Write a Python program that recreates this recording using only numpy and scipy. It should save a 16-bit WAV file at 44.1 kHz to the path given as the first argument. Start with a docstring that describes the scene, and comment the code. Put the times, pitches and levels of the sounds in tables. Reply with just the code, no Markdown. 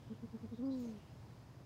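"""Small owl hooting close by

Five soft low hoots stutter into one long hoot that lifts, then sinks and fades. The voice is
almost a pure tone with a weak octave; higher overtones open only at full effort. A far bird
chirps three times and something rustles briefly, over a steady outdoor rumble and hiss."""
import sys
import numpy as np
from scipy import signal
from scipy.fft import rfft, irfft
from scipy.io import wavfile
from scipy.ndimage import uniform_filter1d

SR = 44100
rng = np.random.default_rng(int(sys.argv[2]) if len(sys.argv) > 2 else 0)


def bounce(signal):
    """Save signal as a 16-bit WAV file at the path given by the first command-line argument."""
    frames = np.transpose(np.atleast_2d(signal))
    limited = np.clip(frames, -1, 1)
    pcm = np.round(limited * 32767).astype(np.int16)
    wavfile.write(sys.argv[1], SR, pcm)


N = 72765
T = np.arange(N) / SR


def owl():
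    """Five short arched hoots, then the long sinking one, husky as it gives out."""
    # Each row: middle in seconds, length in seconds, pitch in Hz, glide in Hz/s, level in dB.
    short_hoots = [(0.118, 0.061, 220.9, 92.5, -42.5), (0.243, 0.054, 232, -100, -43.5),
                   (0.353, 0.064, 224, -500, -43.5), (0.446, 0.059, 226.5, -750, -43.5),
                   (.534, 0.0612, 230.3, -1000, -43)]
    # Each row: time in seconds, pitch in Hz.
    long_pitch = [(.578, 245.7), (.595, 243), (.613, 235.5), (.642, 270.6), (.69, 271), (.77, 254.9),
                  (.85, 237.5), (.91, 220.9), (1.0, 193.8)]
    # Each row of both: time in seconds, level in dB.
    long_level = [(.577, -59), (.594, -43.5), (.617, -41.5), (.635, -38.5), (.68, -38), (.80, -42),
                  (.90, -44.5), (.965, -54), (1.01, -67)]
    husk_level = [(.77, -70), (.82, -66), (.873, -56.5), (.905, -64), (.97, -65.5), (1.03, -72)]
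    arch_hz, swell_steepness = 13.8, 2.4
    hz, gain = curve(long_pitch), envelope(long_level)
    for middle_s, length_s, pitch_hz, glide_hz_per_s, db in short_hoots:
        position, shape = swell(middle_s, length_s)
        hoot_hz = pitch_hz + glide_hz_per_s * (T - middle_s) - arch_hz * position ** 2
        hz = np.where(abs(position) < 1, hoot_hz, hz)
        gain = gain + undb(db) * shape ** swell_steepness
    return owl_voice(hz, gain) + envelope(husk_level) * band(455, width_hz=300)


def owl_voice(hz, gain):
    """Slightly unsteady tone; overtones grow with effort, a little air passes once a cycle."""
    # Each row, from the octave up: level at full effort in dB, dB gained per dB of the fundamental.
    overtones = [(-51.8, .7), (-64, 3.2), (-66, 2.6), (-77, 2.5)]
    jitter, shimmer_db, waver_per_s = 0.005, 0.4, 140
    full_effort_db, air_db = -37.8, -37
    phase = 2 * np.pi * np.cumsum(hz * (1 + jitter * walk(waver_per_s))) / SR
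    gain = gain * undb(shimmer_db * walk(waver_per_s))
    effort = gain / undb(full_effort_db)
    tone = gain * np.cos(phase)
    for harmonic, (db, growth) in enumerate(overtones, start=2):
        tone += undb(db) * effort ** growth * np.cos(harmonic * phase)
    air = undb(air_db) * gain * (1 + np.cos(phase)) * band(930, width_hz=450)
    return np.sqrt(2) * tone + air


def far_bird():
    """Three thin arched whistles with rasp; the last has two tones at once."""
    # Each row: start and length in seconds, pitch, rise and arch in Hz, rasp/tone ratio, level in dB.
    chirps = [(0.516, 0.088, 3720, -58.5, 59.7, 0.94, -76.5), (0.644, 0.046, 4950, 400, 240, .35, -71.5),
              (0.7, 0.058, 4088, 100.5, 178, 0.91, -68.5), (0.722, 0.052, 4720, 251.5, 80, 0.58, -79.5)]
    wobble_hz = 57
    out = np.zeros(N)
    for start_s, length_s, pitch_hz, rise_hz, arch_hz, rasp_ratio, db in chirps:
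        position, shape = swell(start_s + length_s / 2, length_s)
        contour_hz = pitch_hz + rise_hz * position / 2 - arch_hz * position ** 2
        hz = contour_hz + wobble_hz * walk(per_s=900)
        whistle = np.sqrt(2) * np.sin(2 * np.pi * np.cumsum(hz) / SR)
        rasp = rasp_ratio * band(pitch_hz, width_hz=1800)
        out += undb(db) * shape * (whistle + rasp)
    return out


def rustle():
    """Faint, fine-grained brushing, perhaps feathers, as the long hoot sinks."""
    # Each row: time in seconds, level in dB.
    level = [(.73, -79), (.765, -73), (.795, -70.5), (.84, -71), (.90, -72), (.94, -78), (.98, -73),
             (1.04, -88)]
    # Each row: frequency in Hz, relative density in dB.
    spectrum = [(900, -15.5), (2200, -4.5), (3400, -4.5), (4500, -2), (5600, -5), (6600, -9.5), (8300, -12),
                (11000, -16), (15000, -18.5)]
    # Each row: middle and length in seconds, centre and width in Hz, level in dB.
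    bright_strokes = [(0.804, 0.076, 6900, 1100, -74.5), (0.81, 0.055, 14500, 4000, -74.5),
                      (0.874, 0.14, 6405, 800, -74)]
    grain_db = 1
    brushing = envelope(level) * coloured(spectrum) + noise_swells(bright_strokes)
    return brushing * undb(grain_db * walk(per_s=180))


def background():
    """Low rumble like distant traffic, thin hiss, three soft swells."""
    # Each row of both: frequency in Hz, relative density in dB.
    rumble_spectrum = [(20, -43), (35, -19), (55, -8), (80, -6.5), (112, 1), (135, -3), (165, -7),
                       (215, -13), (275, -11.5), (350, -17), (500, -20.5), (620, -21), (760, -22),
                       (1000, -23), (1300, -30), (2000, -35.5), (4000, -51)]
    hiss_spectrum = [(500, -12.5), (1500, 2.5), (2800, -0.5), (4200, -1), (4750, -0.5), (5080, 1.5),
                     (5500, -3), (6600, -5), (8000, -10.5), (11000, -15.5), (15500, -19.5)]
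    # Each row: middle and length in seconds, centre and width in Hz, level in dB.
    soft_swells = [(0.086, .34, 3170, 800, -78), (1.02, 0.37, 2810, 890, -77), (1.277, 0.12, 315, 200, -64)]
    rumble_db, rumble_waver_db = -55.5, 0.5
    hiss_db, hiss_waver_db = -74, 0.52
    rumble = undb(rumble_db + rumble_waver_db * walk(per_s=27)) * coloured(rumble_spectrum)
    hiss = undb(hiss_db + hiss_waver_db * walk(per_s=5.1)) * coloured(hiss_spectrum)
    return rumble + hiss + noise_swells(soft_swells)


def walls(x, wet_db, t60_s=0.53):
    """Adds a short diffuse echo from brickwork."""
    tail = rng.standard_normal(N) * np.exp(-np.log(1000) * T / t60_s)
    return x + undb(wet_db) * signal.fftconvolve(x, tail / np.linalg.norm(tail))[:N]


def undb(db):
    """Decibels to gain."""
    return 10 ** (np.asarray(db) / 20)


def curve(rows):
    """Straight lines through (s, value) rows."""
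    return np.interp(T, *np.array(rows).T)


def envelope(rows):
    """Gain from (s, dB) rows, silent outside them."""
    return undb(curve(rows)) * (T > rows[0][0]) * (T < rows[-1][0])


def swell(middle_s, length_s):
    """Position within an event (-1 to 1) and a rounded rise and fall over it."""
    position = np.clip(2 * (T - middle_s) / length_s, -1, 1)
    return position, np.maximum(np.cos(position * np.pi / 2), 0)


def walk(per_s):
    """Smooth random wavering, standard deviation 1."""
    window = max(int(SR / per_s), 1)
    waver = uniform_filter1d(uniform_filter1d(rng.standard_normal(N), window), window)
    return waver / waver.std()


def shaped_noise(gain_at):
    """Unit-rms noise whose spectrum follows gain_at(Hz)."""
    hz = np.maximum(np.fft.rfftfreq(N, 1 / SR), 1)
    noise = irfft(rfft(rng.standard_normal(N)) * gain_at(hz), N)
    return noise / noise.std()


def coloured(spectrum):
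    """Unit-rms noise shaped by (Hz, dB) rows."""
    hz, db = np.array(spectrum).T
    return shaped_noise(lambda f: undb(np.interp(np.log(f), np.log(hz), db)))


def band(centre_hz, width_hz):
    """Unit-rms noise in one steep-sided resonance."""
    return shaped_noise(lambda f: 1 / (1 + ((f - centre_hz ** 2 / f) / width_hz) ** 2))


def noise_swells(rows):
    """Noise bands that each rise and fall once."""
    out = np.zeros(N)
    for middle_s, length_s, centre_hz, width_hz, db in rows:
        _, shape = swell(middle_s, length_s)
        out += undb(db) * shape * band(centre_hz, width_hz)
    return out


def scene():
    """Mono mix: owl near and almost dry, bird far and wetter."""
    calls = walls(owl(), wet_db=-28.5) + walls(far_bird(), wet_db=-5.5)
    return (calls + rustle() + background())[None]


def record(dry):
    """Steep low-pass on the top treble."""
    cutoff_hz = 15750
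    return signal.sosfilt(signal.ellip(12, 0.1, 80, cutoff_hz, fs=SR, output="sos"), dry)


dry = scene()
out = record(dry)
bounce(out)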